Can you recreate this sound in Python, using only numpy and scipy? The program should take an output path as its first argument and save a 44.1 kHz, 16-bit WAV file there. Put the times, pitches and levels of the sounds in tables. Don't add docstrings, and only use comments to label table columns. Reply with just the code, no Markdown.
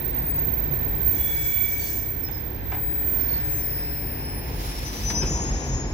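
import sys
import numpy as np
from scipy import signal
from scipy.fft import rfft, irfft, next_fast_len
from scipy.io import wavfile
from scipy.ndimage import uniform_filter1d, map_coordinates

SR = 44100
rng = np.random.default_rng(int(sys.argv[2]) if len(sys.argv) > 2 else 0)


def to_wav(sig):
    pcm = np.clip(np.atleast_2d(sig), -1, 1) * 32767
    pcm = np.round(pcm).astype(np.int16)
    wavfile.write(sys.argv[1], SR, pcm.T)


N = 261513
TIME = np.arange(N) / SR

# t/s, deep rumble/dB, body noise/dB
ROLL_LEVEL = [(0.0, -32, -38.5), (1.01, -28.5, -38), (1.53, -36, -43), (3.35, -31.5, -39.5),
              (4.46, -32.5, -39), (4.51, -27.5, -37.5), (4.89, -32, -40), (4.94, -36, -37.5),
              (5.05, -27, -39.5), (5.14, -30.5, -36), (5.25, -24, -34.5), (5.47, -29.5, -35),
              (5.5, -22, -34.5), (5.6, -30.5, -35), (5.75, -24, -37), (5.78, -27.5, -34.5),
              (5.93, -28, -37)]
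# f/Hz, level/dB
DEEP_COLOUR = [(28, -18), (37, -3.5), (44, 2.5), (64, 2), (80, -6), (92, -8.5), (120, -11), (138, -4),
               (170, -23)]
# f/Hz, level/dB
BODY_COLOUR = [(150, -7), (200, -10), (275, -7.5), (400, -11), (520, -13.5), (590, -17), (800, -15.5),
               (950, -16), (1150, -22.5), (1500, -37.5)]
# t/s, lead at the left ear/ms
BEARING = [(0, 0.49), (1.3, 0.51), (3.3, .51), (4.9, 0.35), (5.9, 0.18)]
# t/s, level/dB
FAN_LEVEL = [(0, -49.5), (1.3, -49), (2.1, -52), (2.7, -51), (3.4, -47.5), (5.0, -49), (5.5, -45.5),
             (5.93, -49.5)]
# f/Hz, level/dB
FAN_COLOUR = [(900, -7), (1100, -13), (1400, -4), (1710, 1), (2170, -2.5), (2500, -3), (2800, -7.5),
              (3800, -11), (4600, -14), (5200, -13.5), (6300, -20.5), (7400, -29.5), (12000, -40)]
# t/s, level/dB, left-right/dB
WHINE_LEVEL = [(0.0, -27.5, -16), (0.32, -26, 4), (0.48, -24.5, -12), (0.96, -28, -4), (1.04, -22.5, -11),
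               (1.44, -25, 0), (1.6, -22.5, -17), (1.76, -28, -1), (2.48, -32, -11), (2.56, -35.5, -12),
               (2.88, -26, 7), (3.2, -23, -15), (3.44, -27, 4), (3.56, -27, 2), (4.32, -36, 3),
               (4.84, -59, -27)]
# t/s, noisy share/0-1
WHINE_ROUGHNESS = [(1.8, 0.24), (2.8, 0.12), (4.8, 0)]
# start/s, rise/s, hold/s, fall/s, f/Hz, level/dB
GROAN = (1.0, 0.54, 0.14, 0.46, 2271, -40)
# start/s, rise/s, hold/s, fall/s
GROAN_TWIN = (1.334, 0.21, 0.24, 0.15)
# start/s, rise/s, hold/s, fall/s, f/Hz, glide/(Hz/s), level/dB, noisy share/0-1,
# throb rate/Hz (either sign), left-right/dB
SQUEALS = [(1.108, 0.042, .04, 0.23, 13005, 0, -39, 0.35, -1, 0),
           (1.122, 0.12, 0.09, .05, 3398, -2, -43, 0.1, 0, -5),
           (1.36, 0.022, 0.3, .07, 3399, -23, -45, 0, 1, 0),
           (1.122, 0.086, 0.18, 0.09, 10740, -5, -45.5, 0.24, -1, 2),
           (1.452, 0.12, .05, 0.44, 12995, 3, -46, 0.3, 3.5, 10),
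           (1.78, .035, 0.059, .04, 4545, 0, -50, 0, 15, 6),
           (2.217, 0.029, 0.015, 0.066, 5310, -500, -42, 0.64, 7, -5),
           (2.314, 0.026, .01, .07, 5180, -1500, -43.5, 0.8, 2, -5),
           (2.671, 0.061, 0.41, 0.39, 7915, -100, -57, 0.59, -0.5, -5),
           (3.023, 0.06, 0.064, 0.13, 12520, 300, -55, 0.6, 0, -5),
           (3.136, 0.2, 0.012, 0.16, 4400, 90, -51.5, 0.4, -6.5, 18),
           (3.312, .07, .09, .1, 12680, 500, -55.5, .7, 0, -4),
           (3.368, 0.16, 0.13, 0.083, 6390, -200, -45.5, 0.47, 3.5, -5),
           (3.537, 0.11, 0.24, 0.096, 12640, -100, -51.5, 0.64, 0.5, -2.5),
           (4.645, 0.076, 0.07, 0.2, 5400, -250, -44.5, 0.16, 3, 8),
           (4.79, 0.086, 0.13, 0.24, 6010, 0, -39.5, 0.15, 10.5, -1.5),
           (5.024, 0.051, 0.039, 0.05, 6010, 0, -30, 0, -2, -2.5),
           (5.125, 0.053, 0.027, 0.034, 6010, 0, -26, 0.01, 0, -4.5),
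           (5.23, 0.028, 0.11, 0.13, 6000, 0, -33, 0, -0.5, -5),
           (5.037, 0.065, 0.14, 0.087, 5148, 3, -32.5, 0.28, 16.5, 4),
           (5.24, .06, .04, .1, 6810, -900, -46, 0.5, 0, 3),
           (5.478, 0.059, 0.22, 0.14, 6011, 1, -44.5, 0.05, 1, 3),
           (5.35, 0.21, 0.41, .1, 6130, 4, -54, 0.14, 2.5, 0)]
# start/s, rise/s, hold/s, fall/s, wheel drive/dB, dry rasp/dB
SHOE_BITES = [(1.111, 0.0048, 0.83, 0.19, -44, -50), (1.664, 0.14, .08, 0.05, -43, -44),
              (2.253, 0.05, 0.034, 0.097, -62, -53.5)]
# f/Hz, level/dB
RASP_COLOUR = [(3500, 3), (5000, -14), (6300, 8), (7700, -13), (9000, -8), (11000, -2), (13000, -11),
               (15500, -5)]
# f/Hz, level/dB
WHEEL_MODES = [(2892, -68.5), (3400, -62), (4054, -70), (4151, -64), (4544, -65.5), (4807, -72),
               (4930, -71), (5060, -64), (5600, -68), (5685, -72), (5808, -59), (5969, -65), (6207, -67),
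               (6535, -63), (6745, -68), (6794, -66), (6919, -59), (6998, -67), (7511, -63), (7601, -62),
               (7724, -62), (7770, -62), (7919, -75), (8522, -72), (8619, -70), (8812, -65), (8947, -73),
               (9504, -68), (9771, -74), (10460, -67.5), (10740, -62.5), (11060, -67), (11290, -72),
               (11396, -59), (11490, -70), (11676, -68), (11843, -68), (11920, -72), (12130, -70),
               (12220, -70), (12306, -63), (12586, -70), (12742, -66), (12800, -69), (12974, -60),
               (13194, -64), (13370, -67), (13680, -69), (13840, -68), (14137, -64), (14290, -66),
               (14420, -67), (14540, -66), (14696, -67), (14927, -63)]
# f/Hz, level/dB
WHEEL_CROWD = [(5400, -78), (7700, -75), (9200, -83), (12000, -80), (15700, -70)]
# t/s, level/dB, low-pass corner/Hz, time to fall 40 dB/s, dry crack/dB
CLANKS = [(2.285, -44.5, 3050, 0.066, -16), (2.713, -35, 600, .04, -16), (2.718, -32, 1500, 0.042, -15),
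          (2.724, -29.5, 800, 0.032, -17), (2.733, -41.5, 2200, 0.13, -13), (2.764, -41.5, 900, 0.094, -16),
          (5.101, -42, 4500, 0.067, 3.5), (5.221, -38.5, 700, 0.25, -2), (5.441, -32, 300, 0.083, -23),
          (5.515, -48, 356, 0.2, -19), (5.549, -52, 1790, 0.018, -9), (5.617, -43, 1500, .02, -15)]
# f/Hz, width/Hz, level/dB
FRAME_MODES = [(308, 43, 0), (776, 80, 8.5), (900, 99, 6.5), (1023, 69, 5.5), (1294, 30, -4),
               (1480, 56, 2.5), (1680, 110, -1), (2060, 37, 7), (2230, 270, 0.5), (2990, 220, -4),
               (3420, 71, -3), (3650, 160, -2.5), (5150, 670, -11)]
# f/Hz, level/dB
FAR_WHEELS = [(5015, -3), (5200, -2.5), (5288, 1.5), (5333, 1), (5381, -9.5), (5676, -13)]
# t/s, level/dB
FAR_LEVEL = [(3.15, -63), (3.45, -67), (3.75, -51), (4.1, -57.5), (4.3, -54), (4.55, -60), (5.0, -49),
             (5.15, -50), (5.4, -51.5), (5.95, -61)]
# t/s, f/Hz, level/dB, octave level/dB, octave left-right/dB
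LONG_SQUEAL = [(3.2, 5180, -53, -71, -2), (3.45, 5200, -56, -57, 2), (3.63, 5220, -57, -49, 5),
               (3.69, 5168, -59, -48, 9), (3.95, 5180, -47.5, -47, -1), (4.21, 5196, -59, -48.5, -3.5),
               (4.26, 5300, -44, -46, -5), (4.35, 5330, -61, -44, -5), (4.5, 5325, -53, -48, -4),
               (4.76, 5332, -55, -48, -12), (5.02, 5260, -47, -53, -6), (5.08, 5100, -54, -49, -7),
               (5.25, 5148, -39, -55, -6), (5.4, 5146, -41, -61.5, -8), (5.95, 5150, -51, -65.5, -8)]
# start/s, rise/s, hold/s, fall/s, level/dB
AIR_BURSTS = [(4.386, 0.21, 0.47, 0.33, -46.5), (5.63, 0.044, 0.0058, 0.07, -64)]
# f/Hz, level/dB
AIR_COLOUR = [(1200, 3), (2400, 4), (4000, 4.5), (5500, 4.5), (7500, -1.5), (9000, -9), (11000, 0),
              (13500, 2.5), (15700, 0)]
# start/s, rise/s, hold/s, fall/s
BOOM_SWELL = (4.8, 0.32, 0.62, 0.61)
# t/s, level/dB
JOLTS = [(5.103, -35), (5.23, -27.5), (5.298, -35), (5.37, -36)]
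# f/Hz, width/Hz, level/dB
COACH_MODES = [(150.5, 27, -0.5), (364, 54, -5.5), (506, 45, -6)]
# crest/s, f/Hz, level/dB, Gaussian width/s
RIGGING_NOTES = [(5.24, 2530, -42.5, 0.027), (5.235, 3090, -46, 0.015), (5.225, 1580, -46, 0.018),
                 (5.15, 950, -39.5, 0.021), (5.372, 953, -37, 0.028)]
# t/s, f/Hz, level/dB
LAST_SQUEAL = [(5.19, 6860, -57), (5.22, 6720, -53), (5.31, 6730, -38), (5.37, 6670, -42),
               (5.47, 6630, -36.5), (5.6, 6680, -46), (5.72, 6670, -41.5), (5.8, 6700, -38),
               (5.85, 6745, -46), (5.95, 6735, -56)]

SWELL_DB = 17
WAVER_HZ = 10.5


def from_db(db):
    return 10 ** (np.asarray(db) / 20)


def unit_power(x):
    return x / np.sqrt(np.mean(np.abs(x) ** 2) + 1e-20)


def in_time(rows):
    times, *columns = np.transpose(rows)
    return [np.interp(TIME, times, column) for column in columns]


def during(rows, fade_s=0.0026):
    return np.clip(np.minimum(TIME - rows[0][0], rows[-1][0] - TIME) / fade_s, 0, 1)


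def swell(start, rise, hold, fall):
    age = TIME - start
    below = np.maximum(1 - age / rise, 0) + np.maximum((age - rise - hold) / fall, 0)
    return from_db(-SWELL_DB * np.minimum(below, 10)) * np.clip(3 * age / rise, 0, 1)


def flutter(width_hz, size=N):
    step, settle = 16, 4000
    r = np.exp(-np.pi * width_hz * step / SR)
    white = rng.standard_normal((2, size * 0 + N // step + settle + 2))
    slow = signal.lfilter([1], [1, -2 * r, r * r], white[0] + 1j * white[1])[settle:]
    return np.interp(np.arange(size) / step, np.arange(len(slow)), unit_power(slow))


def panned(pan_db):
    return from_db(np.array([[.5], [-.5]]) * pan_db)


def outdoor_noise(spectrum, direct, spacing_ms=0.56):
    size = next_fast_len(N)
    hz = np.arange(size // 2 + 1) * SR / size + 1e-3
    points, level_db = np.transpose(spectrum)
    skirts = np.minimum(hz / points[0], 1) ** 4 * np.minimum(points[-1] / hz, 1) ** 8
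    colour = from_db(np.interp(np.log(hz), np.log(points), level_db)) * skirts
    alike = np.sinc(2 * hz * spacing_ms / 1000)
    shares = np.sqrt([np.ones_like(hz), (1 + alike) / 2, (1 - alike) / 2])
    white = rfft(rng.standard_normal((3, size)))
    straight, mid, side = irfft(white * colour * shares, size)[:, :N]
    lag = in_time(BEARING)[0] * SR / 1000
    late = map_coordinates(straight, [np.arange(N) - lag], order=2, mode="mirror")
    scattered = np.array([mid + side, mid - side])
    return unit_power(np.sqrt(direct) * np.array([straight, late]) + np.sqrt(1 - direct) * scattered)


def resonate(x, hz, width_hz):
    r = np.exp(-np.pi * width_hz / SR)
    feedback = [1, -2 * r * np.cos(2 * np.pi * hz / SR), r * r]
    return signal.lfilter(np.array([1, 0, -1]) * (1 - r * r) / 2, feedback, x + 1e-18)


def tone(hz, noisy, width_hz, ear_phase):
    core = np.sqrt(1 - noisy) * np.exp(1j * np.array([[0], [1]]) * ear_phase)
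    unsteady = np.sqrt(noisy) * np.array([flutter(width_hz, len(hz)), flutter(width_hz, len(hz))])
    carrier = np.exp(2j * np.pi * np.cumsum(hz) / SR)
    return np.sqrt(2) * np.real((core + unsteady) * carrier)


def rolling(deep_gain_db=-0.9, body_gain_db=1.5, jolt_db=0.63, body_pan_db=1.4):
    deep_db, body_db = in_time(ROLL_LEVEL)
    deep = outdoor_noise(DEEP_COLOUR, direct=0.11)
    power = uniform_filter1d(np.mean(deep ** 2, axis=0), size=SR // 6)
    deep = deep / np.sqrt(power)
    body = outdoor_noise(BODY_COLOUR, direct=0.39)
    body = body * from_db(jolt_db * flutter(21).real) * panned(body_pan_db)
    return from_db(deep_db + deep_gain_db) * deep + from_db(body_db + body_gain_db) * body


def fan(gain_db=4.5):
    return from_db(in_time(FAN_LEVEL)[0] + gain_db) * outdoor_noise(FAN_COLOUR, direct=0.55)


def converter_whine(gain_db=1.0, hz=15275, sag_hz_per_s=4.5, roll_from_s=3.07, turns_per_s=2.25):
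    level_db, pan_db = in_time(WHINE_LEVEL)
    ears = panned(pan_db) / np.sqrt(np.mean(panned(pan_db) ** 2, axis=0))
    wander = np.clip(roll_from_s - TIME, .2, 1) * flutter(7).real
    turns = turns_per_s * np.maximum(TIME - roll_from_s, 0)
    ear_phase = 1.3 + 1.4 * wander - 2 * np.pi * turns
    whine = tone(hz - sag_hz_per_s * TIME, in_time(WHINE_ROUGHNESS)[0], width_hz=68, ear_phase=ear_phase)
    return from_db(level_db + gain_db) * ears * during(WHINE_LEVEL) * whine


def supply_hum(level_db=-41, hz=100.2):
    return from_db(level_db) * tone(np.full(N, hz), noisy=0.24, width_hz=6.8, ear_phase=-0.14)


def groan(gain_db=4.0, twin_db=-5.5, split_hz=26, noisy=.07, width_hz=30, waver_db=1.6):
    *shape, pitch_hz, level_db = GROAN
    hz = np.full(N, pitch_hz)
    waver = from_db(waver_db * flutter(24).real)
    first = swell(*shape) * waver * tone(hz - split_hz / 4, noisy, width_hz, ear_phase=-1.66)
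    twin = swell(*GROAN_TWIN) * tone(hz + split_hz * 3 / 4, noisy, width_hz, ear_phase=-1.06)
    return from_db(level_db + gain_db) * (first + from_db(twin_db) * twin)


def squeals(throb_depth_db=11, waver_share=0.0015, clean_width_hz=19, rough_width_hz=160):
    out = np.zeros((2, N))
    for start, rise, hold, fall, hz, glide, level_db, noisy, throb_hz, pan_db in SQUEALS:
        span = slice(int(start * SR), int((start + rise + hold + 2 * fall) * SR))
        since_crest = TIME[span] - start - rise
        waver = waver_share * noisy * flutter(WAVER_HZ, len(since_crest)).real
        pitch = (hz + glide * since_crest) * (1 + waver)
        width_hz = clean_width_hz + rough_width_hz * noisy ** 2
        voice = tone(pitch, noisy, width_hz, ear_phase=-0.25 - 4.2 * noisy)
        throb_db = -throb_depth_db * np.sin(np.pi * throb_hz * since_crest) ** 4
        envelope = from_db(level_db + throb_db) * swell(start, rise, hold, fall)[span]
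        out[:, span] += envelope * panned(pan_db) * voice
    return out


def wheel_modes(strong_t60_s=.56, crowd_t60_s=0.34, count=60):
    low_hz, high_hz = WHEEL_CROWD[0][0], WHEEL_CROWD[-1][0]
    places = (np.arange(count) + rng.random(count)) / count
    crowd_hz = low_hz + places * (high_hz - low_hz)
    crowd_db = np.interp(crowd_hz, *np.transpose(WHEEL_CROWD)) + rng.normal(0, 2.5, count)
    strong = [(hz, db, strong_t60_s) for hz, db in WHEEL_MODES]
    return strong + [(hz, db, crowd_t60_s) for hz, db in zip(crowd_hz, crowd_db)]


def shoe_scrape(rasp_gain_db=-2.0, ring_gain_db=48, judder_db=.8, flare_db=3, pan_db=-3.0):
    bites = [(swell(*shape), drive_db, rasp_db) for *shape, drive_db, rasp_db in SHOE_BITES]
    drive = np.sqrt(sum((envelope * from_db(db)) ** 2 for envelope, db, _ in bites))
    rasp = np.sqrt(sum((envelope * from_db(db)) ** 2 for envelope, _, db in bites))
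    grip = from_db(judder_db * flutter(27).real)
    span = slice(int(SHOE_BITES[0][0] * SR), int((SHOE_BITES[-1][0] + 1) * SR))
    friction = (drive * grip * rng.standard_normal((2, N)))[:, span]
    modes = wheel_modes()
    flares = [from_db(flare_db * flutter(18, friction.shape[1]).real) for _ in range(17)]
    out = from_db(rasp_gain_db) * rasp * grip * outdoor_noise(RASP_COLOUR, direct=0.17)
    for k, (hz, db, t60) in enumerate(modes):
        width_hz = np.log(1000) / (np.pi * t60)
        ring = resonate(friction, hz, width_hz) / np.sqrt(np.pi * width_hz / SR)
        out[:, span] += from_db(db + ring_gain_db) * flares[k % len(flares)] * ring
    return out * panned(pan_db)


def clanks(gain_db=14, chatter_db=4.5, crack_gain_db=16, crack_chatter_db=1.5):
    blows, cracks = np.zeros((2, 2, N))
    for start, level_db, corner_hz, decay_s, crack_db in CLANKS:
        age = TIME - start
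        envelope = from_db(level_db - 40 * np.clip(age / decay_s, 0, 5)) * (age >= 0)
        rattle = rng.standard_normal((2, N)) * envelope
        pole = np.exp(-2 * np.pi * corner_hz / SR)
        blow = signal.lfilter([1 - pole], [1, -pole], rattle + 1e-18)
        blows += blow
        cracks += from_db(crack_db) * blow
    chatter = from_db(gain_db + chatter_db * flutter(190).real)
    blows = (blows + .5 * blows[::-1]) * chatter
    cracks *= from_db(crack_gain_db + crack_chatter_db * flutter(210).real)
    frame = sum((-1) ** k * from_db(db) * resonate(blows, hz, width_hz)
                for k, (hz, width_hz, db) in enumerate(FRAME_MODES))
    return frame + signal.sosfilt(signal.butter(2, [250, 7000], "band", fs=SR, output="sos"), cracks)


def far_wheels(flare_db=1.5, pan_db=1.0, octave_db=-12, upper_mode_hz=10310, reach_hz=140):
    out = 0
    for hz, level_db in FAR_WHEELS:
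        pitch = hz * (1 + .004 * flutter(5).real)
        voice = tone(pitch, noisy=.5, width_hz=50, ear_phase=-2.4)
        octave = from_db(octave_db) * tone(2 * pitch, noisy=1.0, width_hz=77, ear_phase=-5.1)
        in_reach = abs(hz - upper_mode_hz / 2) < reach_hz
        out += from_db(level_db + flare_db * flutter(16).real) * (voice + octave * in_reach)
    return from_db(in_time(FAR_LEVEL)[0]) * during(FAR_LEVEL) * panned(pan_db) * out


def long_squeal(gain_db=-0.5, pan_db=1.5, waver_share=0.00142):
    hz, level_db, octave_db, octave_pan_db = in_time(LONG_SQUEAL)
    hz = hz * (1 + waver_share * flutter(WAVER_HZ).real)
    fundamental = from_db(level_db) * tone(hz, noisy=0.45, width_hz=92, ear_phase=-1.6)
    octave = from_db(octave_db) * tone(2 * hz, noisy=0.62, width_hz=61, ear_phase=-2.03)
    voice = panned(pan_db) * fundamental + panned(octave_pan_db) * octave
    return from_db(gain_db) * during(LONG_SQUEAL) * voice


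def brake_air(gain_db=5.5, leak_db=-71, pan_db=-2.5, sputter_db=2.3, sputter_hz=35):
    start, rise = AIR_BURSTS[0][:2]
    bursts = sum(from_db(db) * swell(*shape) for *shape, db in AIR_BURSTS)
    leak = from_db(leak_db) * np.clip((TIME - start) / rise, 0, 1)
    sputter = from_db(gain_db + sputter_db * flutter(sputter_hz).real)
    return sputter * (bursts + leak) * outdoor_noise(AIR_COLOUR, direct=0.11) * panned(pan_db)


def coach_boom(level_db=-41, hz=215, width_hz=70):
    resonance = np.sqrt(2) * np.real(flutter(width_hz) * np.exp(2j * np.pi * hz * TIME))
    return from_db(level_db) * swell(*BOOM_SWELL) * resonance


def coach_thumps(gain_db=23, shake_s=0.025):
    force = sum(from_db(db) * np.exp(-np.abs(TIME - t) / shake_s) * (TIME >= t) for t, db in JOLTS)
    shudder = force * (rng.standard_normal(N) + .5 * rng.standard_normal((2, N)))
    body = sum(from_db(db) * resonate(shudder, hz, width_hz) for hz, width_hz, db in COACH_MODES)
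    return from_db(gain_db) * body


def rigging_rings():
    out = 0
    for crest, hz, level_db, width_s in RIGGING_NOTES:
        envelope = from_db(level_db) * np.exp(-.5 * ((TIME - crest) / width_s) ** 2)
        out += envelope * tone(np.full(N, hz), noisy=0.37, width_hz=82, ear_phase=-0.39)
    return out


def last_squeal(gain_db=2.5, pan_db=0.5):
    hz, level_db = in_time(LAST_SQUEAL)
    voice = tone(hz, noisy=0.19, width_hz=70, ear_phase=-2.3)
    return from_db(level_db + gain_db) * during(LAST_SQUEAL) * panned(pan_db) * voice


def scene():
    wheels = shoe_scrape() + groan() + squeals() + long_squeal() + far_wheels() + last_squeal()
    bed = rolling() + coach_boom() + fan() + converter_whine() + supply_hum()
    return bed + wheels + brake_air() + clanks() + coach_thumps() + rigging_rings()


def record(dry, port_hz=6100, port_width_hz=1500, port_gain=0.5, low_cut_hz=33, high_cut_hz=15850):
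    presence = port_gain * resonate(dry, port_hz, port_width_hz)
    coloured = dry + np.array([[1], [-1]]) * presence
    coloured = signal.sosfilt(signal.butter(5, low_cut_hz, "high", fs=SR, output="sos"), coloured)
    return signal.sosfilt(signal.ellip(12, .1, 80, high_cut_hz, fs=SR, output="sos"), coloured)


dry = scene()
out = record(dry)
to_wav(out)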